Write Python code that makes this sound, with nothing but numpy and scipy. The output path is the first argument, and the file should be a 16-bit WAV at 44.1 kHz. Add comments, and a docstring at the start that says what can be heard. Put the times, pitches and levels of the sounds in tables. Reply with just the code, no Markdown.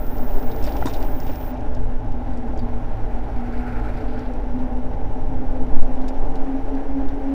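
"""Electric bicycle on a street.

Heard from the rider: the drive whines and slowly rises in pitch over tyre roar and wind on the
microphone. The controller sings thinly at first. The tyres crunch over gutter debris, fittings tick,
the frame hums, and a parked car throws the tyre noise back in passing."""
import sys
import numpy as np
from scipy import signal
from scipy.fft import rfft, irfft, next_fast_len
from scipy.io import wavfile
from scipy.ndimage import uniform_filter1d

SR = 44100
rng = np.random.default_rng(int(sys.argv[2]) if len(sys.argv) > 2 else 0)


def inscribe(sig):
    """Save sig as 16-bit PCM at rate SR to the path in sys.argv[1].

    A 1-D sig is mono; a 2-D sig holds one channel per row.
    Samples are clipped to [-1, 1] before scaling.
    """
    pcm = np.round(np.clip(np.atleast_2d(sig).T, -1, 1) * 32767)
    wavfile.write(sys.argv[1], SR, pcm.astype(np.int16))


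N = 323687
T = np.arange(N) / SR

# Drive tone, following road speed. Each row: time in seconds, pitch in Hz.
DRIVE_PITCH_HZ = [(0, 239.2), (1.05, 262.5), (1.6, 249.8), (2.5, 242.7), (3.0, 236), (3.6, 244),
                  (4.2, 248.5), (4.7, 249), (5.3, 256.8), (6, 257.8), (6.5, 268.7), (6.95, 268.4),
                  (7.34, 275)]
# Whine, following drive load. Each row: time in seconds, relative level in dB.
WHINE_DB = [(0, -34), (1.05, -38), (1.7, -32.5), (1.95, -38.5), (2.38, -30.5), (2.55, -31.5), (2.75, -30),
            (2.95, -46.5), (3.2, -32), (3.31, -39.5), (3.42, -30), (3.68, -29), (3.8, -36.5), (4.0, -36.5),
            (4.14, -32), (4.3, -29), (4.41, -41), (4.56, -24), (4.68, -29), (4.78, -26.5), (4.97, -37.5),
            (5.2, -32.5), (5.3, -31), (5.6, -31), (5.85, -32.5), (5.97, -27.5), (6.19, -37), (6.31, -34),
            (6.43, -30.5), (6.55, -21), (6.66, -40.5), (6.76, -18.5), (6.85, -37), (6.96, -20), (7.07, -28),
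            (7.15, -32.5), (7.28, -23.5), (7.34, -18)]
# Road shake. Each row: time in seconds, roughness from 0 to 1.
ROAD_ROUGHNESS = [(0, 0.85), (.8, 0.73), (2.4, 0.54), (3.5, 0.1), (4.2, 0.29), (5.7, 0.42), (6.5, 0.04),
                  (7.34, 0.22)]
# Drive overtones. Each row: time in seconds, second harmonic in dB, third harmonic in dB.
OVERTONES_DB = [(0, -57, -64), (3.8, -54, -49), (4.6, -46, -62), (5.7, -44, -59), (6.4, -48.5, -46.5),
                (7.34, -46, -53.5)]
# Controller side tones. Each row: frequency in Hz, level in dB.
CONTROLLER_SIDE_TONES = [(11423, -81), (12435, -78), (13447, -76.5), (14460, -82)]
# Sags of the switching tone. Each row: centre in seconds, depth in Hz, half length in seconds.
SWITCH_SAGS = [(.01, 44.5, .025), (.15, 44.4, .02), (.25, 50, .02), (.37, 35, 0.032), (.703, 110, .022),
               (.8, 60, .024), (.895, 65, .028), (.99, 110, .042), (1.1, 85, .024), (1.46, 50, .028)]
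# Tyres on asphalt. Each row: time in seconds, roar in dB, hiss in dB.
TYRES_DB = [(0, -35, -49.5), (.8, -32, -47.5), (1.2, -33, -48), (1.95, -38, -51.5), (2.5, -36.5, -49.5),
            (4.0, -35.5, -48.5), (5.2, -36.5, -51), (6.1, -33.5, -49), (7.34, -36.5, -49)]
# Wind on the microphone. Each row: time in seconds, relative buffet and rumble levels in dB.
WIND_DB = [(0, -22, -24.5), (.37, -10, -30), (.6, -17, -22.5), (.8, -21, -23.5), (1.1, -15, -25.5),
           (1.55, -29.5, -28), (1.8, -12, -23.5), (2.0, -19.5, -31.5), (2.52, -22.5, -23),
           (2.75, -18.5, -28.5), (3.7, -24.5, -27), (4.25, -23, -29.5), (5.3, -16.5, -25.5),
           (5.8, -12, -24.5), (6.12, -16, -33), (6.28, -10, -24), (6.55, -21, -36.5), (7.1, -16, -27.5),
           (7.25, -23, -31.5)]
# Blows from the road edge. Each row: start in seconds, level in dB, centre in Hz, decay in seconds,
# bandwidth as a share of the centre, ring in dB relative to the puff.
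ROAD_BLOWS = [(0.673, -35.5, 605, 0.018, 1.8, 9), (.754, -30, 816, 0.017, 0.56, -3),
              (0.823, -23.5, 746, 0.0038, 0.28, 5), (0.8258, -31.5, 1390, 0.0024, 0.34, 10.5),
              (.826, -43.5, 1990, 0.0061, 0.21, 7), (0.856, -18, 264, 0.0056, 0.95, 3),
              (0.858, -32.5, 967, 0.011, 0.78, 7.5), (0.872, -24.5, 830, 0.0065, 0.76, -12)]
# Clacks of the fittings. Each row: start in seconds, relative level in dB, centre in Hz, decay in
# seconds, bandwidth as a share of the centre, ring offset in dB.
CLACKS = [(.066, -55, 5570, .004, .5, -14), (.169, -54, 5500, .004, .8, -16),
          (.183, -51, 5700, .003, 0.26, -10), (.276, -52, 5560, 0.0018, .5, -15),
          (.309, -54, 5500, .002, .5, -15), (.319, -51, 5700, .002, .3, -18),
          (.340, -51, 5500, .002, .9, -11), (.391, -52, 5500, .002, .3, -14),
          (.427, -51, 5630, .003, .3, -12), (.512, -48, 3800, .002, .3, -15),
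          (.517, -44.5, 4160, .003, 0.68, -23), (.562, -46, 5400, .002, .5, -21),
          (.597, -57, 4500, .002, 1, -16), (.626, -46, 5200, .004, .6, -10),
          (.640, -39, 5340, 0.0028, 1, -9), (.651, -37, 5600, .0016, .4, -18),
          (.666, -45, 4600, .007, 0.73, -13), (.674, -47, 4100, .007, 0.91, -11),
          (.692, -52, 4300, .009, .8, -14), (.722, -48, 5130, .003, .25, -9),
          (0.732, -51, 5400, .0015, .6, -16), (0.767, -41, 5770, 0.0017, 1.4, -13),
          (0.794, -60, 5410, .002, .6, -10), (.805, -59, 5800, .002, .5, -12),
          (.857, -41.5, 5860, 0.017, 1, -6), (0.869, -46, 3720, .005, 0.72, -3),
          (0.881, -49, 6500, .008, .7, -1), (0.896, -49, 3740, .004, 0.88, -11),
          (0.936, -44, 4770, .009, 0.9, -9), (.944, -48, 3800, 0.0074, .7, -6),
          (.965, -50, 5500, .007, .8, -15), (1.003, -46, 5000, .0015, 1, -16),
          (1.027, -36, 5500, 0.00099, 0.88, -20), (1.047, -44, 5500, 0.0012, 0.89, -24),
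          (1.201, -40.5, 5730, .0025, .3, -16), (1.233, -49, 5700, .002, .4, -15),
          (1.267, -45, 4200, 0.0014, 1.3, -16), (1.279, -52, 5000, .003, .8, -16),
          (1.315, -54, 5500, .003, .6, -12), (1.357, -44, 5600, .002, 0.33, -17),
          (1.749, -50, 5400, .003, 0.64, -12), (2.121, -52, 5000, 0.0019, 1.07, -16),
          (2.334, -61, 4600, .004, .8, -2), (2.373, -55, 5760, 0.0044, 0.73, -7),
          (2.483, -58, 6000, .002, .9, -16), (2.576, -46, 5700, 0.0016, 0.3, -23),
          (2.591, -51.5, 4660, 0.0035, 1.6, -6), (3.363, -50, 4200, 0.0016, 1.1, -20),
          (3.526, -54, 4500, .002, .7, -13), (3.577, -61.5, 4600, .004, .15, -2.5),
          (3.973, -55, 4900, .003, 0.45, -16), (4.008, -54, 4500, .003, .6, -16),
          (4.193, -49, 5800, 0.002, .5, -17), (4.336, -53, 5500, .002, .9, -18),
          (4.591, -57, 4000, 0.0017, 0.78, -9), (5.829, -57, 4970, .012, 0.81, -16),
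          (6.015, -56, 4500, .0071, 1.2, -11), (6.081, -44, 4505, 0.004, 0.97, -15),
          (6.087, -46.5, 6000, .0035, 1.1, -6), (6.355, -49, 3900, 0.0055, 1.3, -23),
          (6.751, -54, 4650, 0.0022, 1.17, -14), (7.087, -51.5, 3980, .0061, 1, -13)]
# Modes of the fittings. Each row: frequency in Hz, decay in seconds, relative level in dB.
FITTING_MODES = [(2175, .009, -2), (3030, 0.0098, -2), (3650, 0.014, 5.5), (3755, 0.011, 10.5),
                 (4080, 0.01, 5.5), (4670, 0.0099, 7.5), (5010, 0.0064, 4), (5320, .006, 5),
                 (5630, 0.0079, -2.5), (6900, 0.009, 5.5), (9100, 0.011, 3)]
# Frame and tyre modes. Each row: frequency in Hz, resonator width in Hz, early, middle and end dB.
BODY_MODES = [(49.9, 3.3, -43, -44.5, -45), (105.7, 10.5, -42, -37, -53.5), (407, 16, -43, -60, -45),
              (603, 26, -47, -54, -62.5), (783, 75, -55, -45, -46), (852, 39, -56, -49.5, -50.5),
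              (1380, 340, -52.5, -63.5, -72.5), (3770, 140, -83, -81, -86)]
# Surges beside the car. Each row: centre in seconds, level in dB, half length in seconds.
WHOOSH_SURGES = [(3.546, -47, 0.028), (3.68, -44.5, 0.062), (3.763, -43, .025), (3.872, -43, 0.02),
                 (4.167, -44.5, 0.033)]
# Rasps of the running gear. Each row: start in seconds, length in seconds, level in dB.
GEAR_RASPS = [(2.618, .04, -64), (3.96, 0.065, -62), (4.075, .21, -61)]

# Envelopes. Each row: time in seconds, level in dB.
WIND_BOOM_DB = [(0, -41), (.7, -31), (2.2, -30.5), (4.2, -28.5), (5.3, -32.5), (6.4, -34.5), (7.34, -33)]
GRIT_DB = [(0, -61), (.58, -55), (.68, -48), (.75, -53.5), (.79, -49), (.84, -52), (.9, -47.5),
           (1.0, -56.5), (1.17, -56.5), (1.3, -51), (1.5, -58.5), (1.9, -64.5), (5.4, -63.5), (5.9, -61.5),
           (7.34, -63.5)]
FRAME_HUM_DB = [(0, -45.5), (.35, -45), (.52, -35.5), (.7, -45), (.88, -40), (1.2, -48.5), (1.55, -46),
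                (1.8, -41.5), (2.2, -51.5), (2.63, -38), (2.87, -49.5), (3.1, -43.5), (3.4, -46),
                (3.72, -39), (3.93, -44), (4.11, -36.5), (4.35, -46.5), (4.65, -46), (4.87, -42),
                (5.0, -43), (5.17, -42.5), (5.45, -44.5), (5.63, -38), (5.82, -44), (6.2, -45), (6.39, -35),
                (6.55, -45.5), (6.72, -36), (6.9, -43), (7.08, -45), (7.2, -40), (7.34, -49)]

# Noise spectra. Each row: frequency in Hz, relative density in dB.
CONTROLLER_FIZZ_SPECTRUM = [(5000, -15), (10000, -16), (14000, -23), (14750, -10), (14960, -4), (15200, -6),
                            (15450, -6), (15750, -12)]
TYRE_ROAR_SPECTRUM = [(120, -19), (200, -2.5), (295, 7), (345, -1.5), (400, -1.5), (475, -9), (512, -0.5),
                      (545, -1), (595, 2.5), (650, 0), (688, -5), (735, -0.5), (790, 0.5), (865, -1),
                      (922, -6.5), (950, -6.5), (1010, -10), (1070, -10), (1140, -17), (2000, -40.5)]
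TYRE_HISS_SPECTRUM = [(600, -3), (1150, -0.5), (1450, 4), (2000, -2.5), (3000, -11.5), (4300, -19),
                      (5200, -23), (7000, -26.5), (7500, -29.5), (11000, -31.5), (15500, -34.5)]
WIND_BUFFET_SPECTRUM = [(1, -5.5), (4, -4), (7, -6.5), (12, -6.5), (20, -10.5), (30, -36), (60, -50.5)]
WIND_BOOM_SPECTRUM = [(12, -29.5), (24, -2), (36, -6), (46, -4), (60, -27)]
WIND_RUMBLE_SPECTRUM = [(30, -25.5), (40, -7.5), (48, -2), (62, -11), (88, -16), (118, -18), (140, -20),
                        (170, -26.5), (300, -31.5), (1000, -73.5)]
GRIT_SPECTRUM = [(700, -9), (1500, 5), (2800, 5), (3800, -0.5), (4500, -5.5), (5400, -1), (7500, -13.5),
                 (11000, -13), (15500, -19)]
CAR_ECHO_SPECTRUM = [(500, -15), (1150, -12), (1300, 7), (1470, 5.5), (1750, -2.5), (2350, -1.5),
                     (3300, -21), (4500, -18), (7200, -32), (7600, -22.5), (8000, -31.5), (12000, -29.5),
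                     (15500, -37)]
RASP_SPECTRUM = [(1500, -18), (2800, 3), (3800, 2), (4700, 3), (5200, -4), (5700, -21), (9000, -33)]


def drive(trim_db=-2, waver=0.0048, halo_shift_hz=2, throb_db=4.5):
    """Whine with two weak overtones; road shake smears the tone and makes it throb."""
    phase = phase_rad(curve(DRIVE_PITCH_HZ) * (1 + waver * drift(6.25)))
    rough = curve(ROAD_ROUGHNESS)
    clean = np.sqrt(2 * (1 - rough)) * np.cos(phase)
    halo = np.sqrt(rough) * smeared(phase + 2 * np.pi * halo_shift_hz * T, width_hz=17)
    tone = steadied(clean + halo, 0.089)
    second = amp(curve(OVERTONES_DB)) * smeared(2 * phase, width_hz=6)
    third = amp(curve(OVERTONES_DB, column=2)) * smeared(3 * phase, width_hz=6)
    throb = np.sqrt(rough) * np.tanh(drift(21))
    return amp(curve(WHINE_DB) + trim_db + throb_db * throb) * tone + second + third


def controller(switch_hz=14978, upper_hz=15488, wander_hz=6, jitter_hz=17, flick_hz=90, off_s=1.525):
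    """Two switching tones sag together over side tones and fizz, then flick upward; all cuts off."""
    sag_hz = sum(depth_hz * bell(at_s, half_s) for at_s, depth_hz, half_s in SWITCH_SAGS)
    rise_hz = flick_hz * np.exp(np.minimum(T - off_s, 0) / 0.014)
    bend_hz = rise_hz - sag_hz + wander_hz * drift(12) + jitter_hz * drift(150)
    tones = sine(-47.5, switch_hz + bend_hz) + sine(-68, upper_hz + bend_hz)
    sides = sum(sine(db, hz + 14 * drift(40)) for hz, db in CONTROLLER_SIDE_TONES)
    fizz = amp(-64.5) * noise(CONTROLLER_FIZZ_SPECTRUM)
    return (tones + sides + fizz) * np.clip((off_s - T) / 0.01, 0, 1)


def tyres():
    """Tread roar and hiss, fluttering together with the grain of the asphalt."""
    grain_db = drift(42)
    roar = amp(curve(TYRES_DB) + grain_db) * noise(TYRE_ROAR_SPECTRUM)
    hiss = amp(curve(TYRES_DB, column=2) + grain_db) * noise(TYRE_HISS_SPECTRUM)
    return roar + hiss


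def wind(gust_s=5.782, gust_hz=8.3, buffet_limit=0.62):
    """Slow pressure swings, boom and lumpy rumble at the microphone; one big eddy pushes, then sucks."""
    eddy = bell(gust_s, half_s=0.076)
    gust = 1.22 * eddy * np.sin(2 * np.pi * gust_hz * (gust_s - T))
    swings = amp(curve(WIND_DB) + 1.5) * steadied(noise(WIND_BUFFET_SPECTRUM), 0.21)
    buffet = (1 - eddy) * buffet_limit * np.tanh(swings / buffet_limit)
    boom = amp(curve(WIND_BOOM_DB)) * steadied(noise(WIND_BOOM_SPECTRUM), 0.65)
    rumble_db = curve(WIND_DB, column=2) - 4 + 2 * np.tanh(drift(9))
    rumble = amp(rumble_db) * steadied(noise(WIND_RUMBLE_SPECTRUM), 0.2)
    return gust + buffet + boom + rumble


def grit(cracks_per_s=5000, spread_db=6, breadth=0.4):
    """Grit and dry leaves under the tyres: tiny cracks of uneven size in eight bands."""
    bands_hz = np.geomspace(900, 13000, 8)
    cracks = np.zeros(N)
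    for hz in bands_hz:
        size = amp(spread_db * np.minimum(rng.exponential(1, N), 3.5)) * rng.choice([-1, 1], N)
        hits = rng.random(N) < cracks_per_s / len(bands_hz) / SR
        cracks += resonate(size * hits, hz, hz * breadth)
    return amp(curve(GRIT_DB)) * colour(cracks, GRIT_SPECTRUM)


def bumps(cutoff_hz=2700):
    """Knocks through the tyres, each a puff and a short ring; the rubber absorbs the treble."""
    blows = np.zeros(N)
    for start_s, db, hz, decay_s, breadth, ring_db in ROAD_BLOWS:
        add(blows, start_s, puff(db, hz, decay_s, breadth) + ping(db + ring_db, hz, decay_s))
    return signal.sosfilt(signal.butter(4, cutoff_hz, fs=SR, output="sos"), blows)


def rattles(clack_trim_db=2, gutter_end_s=1.5):
    """Loose fittings: clacks throughout, small dry ticks while the tyres are in the gutter."""
    mix = np.zeros(N)
    for start_s, db, hz, decay_s, breadth, ring_db in CLACKS:
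        add(mix, start_s, clack(db + clack_trim_db, hz, decay_s, breadth, ring_db))
    for when, size, pitch in rng.random(size=(18, 3)):
        start_s = when * gutter_end_s
        db = np.interp(start_s, *np.transpose(GRIT_DB)) + 1.5 * min(-np.log(1 - size), 2)
        add(mix, start_s, puff(db, hz=4200 + 2000 * pitch, decay_s=0.0016, breadth=0.23))
    return mix


def clack(db, hz, decay_s, breadth, ring_db, uneven_db=4, detune=0.007, falloff_db_per_octave=32):
    """A crack rings the fitting modes near its pitch; a broad one also knocks in the mount."""
    ring = 0
    for mode_hz, mode_decay_s, mode_db in FITTING_MODES:
        louder, higher = rng.uniform(-1, 1, 2)
        excitation_db = uneven_db * louder - falloff_db_per_octave * abs(np.log2(mode_hz / hz))
        ring += ping(db + ring_db + mode_db + excitation_db, mode_hz * (1 + detune * higher), mode_decay_s)
    mount = breadth ** 2 * puff(db - 7, hz=2500, decay_s=0.006, breadth=0.66)
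    return puff(db, hz, decay_s, breadth) + ring + mount


def body(middle_s=2.5):
    """The road keeps frame and tyre modes humming; the strongest frame mode swells and fades."""
    modes = np.zeros(N)
    for hz, width_hz, *levels_db in BODY_MODES:
        level_db = np.interp(T, [0, middle_s, T[-1]], levels_db)
        modes += amp(level_db) * unit_rms(band_noise(hz, width_hz))
    hum = steadied(band_noise(hz=439.5, width_hz=22), 0.18)
    return modes + amp(curve(FRAME_HUM_DB)) * hum


def parked_car(nearest_s=3.81, approach_s=0.52, leave_s=0.38, nearest_db=-46.5, flutter_db=4):
    """The car's flank reflects bright tyre noise, most when alongside; the whoosh surges a few times."""
    away = (T - nearest_s) / np.where(T < nearest_s, approach_s, leave_s)
    level_db = nearest_db - 25.5 * np.log10(1 + away ** 2)
    echo = amp(level_db + flutter_db * np.tanh(drift(30))) * noise(CAR_ECHO_SPECTRUM)
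    surges = sum(amp(db) * bell(at_s, half_s) for at_s, db, half_s in WHOOSH_SURGES)
    whoosh = steadied(band_noise(hz=1420, width_hz=420), 0.03)
    return echo + surges * whoosh


def rasps(fade_s=0.01, grain_db=3):
    """Faint grainy scrapes of the running gear; each fades in, holds and fades out."""
    envelope = np.zeros(N)
    for start_s, length_s, db in GEAR_RASPS:
        inside_s = np.minimum(T - start_s, start_s + length_s - T)
        envelope += amp(db) * np.clip(inside_s / fade_s, 0, 1)
    return envelope * amp(grain_db * drift(70)) * noise(RASP_SPECTRUM)


def wheel_chirp(hz=5738, jitter_hz=34, crest_s=3.01):
    """A faint high note that swells once per 36 cycles of the drive tone."""
    turn_rad = phase_rad(curve(DRIVE_PITCH_HZ)) / 36
    swell = np.clip(0.6 + 0.7 * np.cos(turn_rad - np.interp(crest_s, T, turn_rad)), 0, 1)
    level_db = -76.5 + 4.5 * T / T[-1]
    return swell * sine(level_db, hz + jitter_hz * drift(120))


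def puff(db, hz, decay_s, breadth, attack_s=0.00038):
    """A sudden, dying band of noise; breadth is width over centre frequency."""
    t = T[:SR // 4]
    width_hz = hz * breadth
    band = steadied(band_noise(hz, width_hz, len(t)), max(0.001, 2 / width_hz))
    return amp(db) * band * np.exp(-t / decay_s) * (1 - np.exp(-t / attack_s))


def ping(db, hz, decay_s):
    """One dying mode."""
    t = T[:SR // 4]
    return amp(db) * np.sin(2 * np.pi * hz * t) * np.exp(-t / decay_s)


def sine(rms_db, hz):
    """A tone along a frequency curve."""
    return amp(rms_db) * np.sqrt(2) * np.sin(phase_rad(hz))


def smeared(phase, width_hz):
    """A tone smeared into narrow noise; rms about 1."""
    return drift(width_hz) * np.cos(phase) + drift(width_hz) * np.sin(phase)


def noise(spectrum):
    """Noise with the given spectrum; rms 1."""
    return colour(rng.standard_normal(N), spectrum)


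def band_noise(hz, width_hz, samples=N):
    """White noise through the same resonator twice."""
    return resonate(resonate(rng.standard_normal(samples), hz, width_hz), hz, width_hz)


def drift(rate_hz):
    """Smooth random motion, rolling off above rate_hz; rms 1."""
    spectrum = rfft(rng.standard_normal(4096))
    hz = np.arange(len(spectrum)) * SR / N
    slow = irfft(spectrum * np.exp(-(hz / rate_hz) ** 2) * (hz > 0))
    return unit_rms(np.interp(T, np.linspace(0, N / SR, len(slow)), slow))


def colour(x, spectrum):
    """Filters by (Hz, dB) points; rms 1."""
    size = next_fast_len(len(x))
    hz, db = np.transpose(spectrum)
    bins_hz = np.fft.rfftfreq(size, 1 / SR)
    gain = amp(np.interp(np.log(bins_hz + 1), np.log(hz + 1), db, right=-120))
    return unit_rms(irfft(rfft(x, size) * gain, size)[:len(x)])


def resonate(x, hz, width_hz):
    """Two-pole resonator; peak gain 1."""
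    return signal.lfilter(*signal.iirpeak(hz, hz / width_hz, SR), x)


def steadied(x, window_s):
    """Evens out swells slower than the window; rms about 1."""
    size = int(window_s * SR)
    return x / np.sqrt(uniform_filter1d(uniform_filter1d(x ** 2, size), size) + 1e-12)


def curve(rows, column=1):
    """One column of a time table, at every sample."""
    rows = np.asarray(rows)
    return np.interp(T, rows[:, 0], rows[:, column])


def bell(at_s, half_s):
    """Gaussian swell; peak 1."""
    return np.exp(-((T - at_s) / half_s) ** 2)


def phase_rad(hz):
    """Running phase of a frequency curve."""
    return 2 * np.pi * np.cumsum(hz) / SR


def amp(db):
    """Decibels to gain."""
    return 10 ** (np.asarray(db) / 20)


def unit_rms(x):
    """Scales to rms 1."""
    return x / np.sqrt(np.mean(x ** 2) + 1e-20)


def add(mix, start_s, sound):
    """Adds a sound into the mix."""
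    part = mix[round(start_s * SR):][:len(sound)]
    part += sound[:len(part)]


def scene():
    """Bicycle, road and wind at one microphone."""
    bicycle = drive() + controller() + wheel_chirp() + body() + rasps() + rattles()
    road = tyres() + parked_car() + grit() + bumps()
    return (bicycle + road + wind())[None]


def record(dry):
    """Clips at full scale, which the strongest gust reaches; then low-passes at 15.8 kHz."""
    lowpass = signal.firwin(1023, 15800, window=("kaiser", 9), fs=SR)
    return signal.oaconvolve(np.clip(dry, -1, 1), lowpass[None], "same")


dry = scene()
out = record(dry)
inscribe(out)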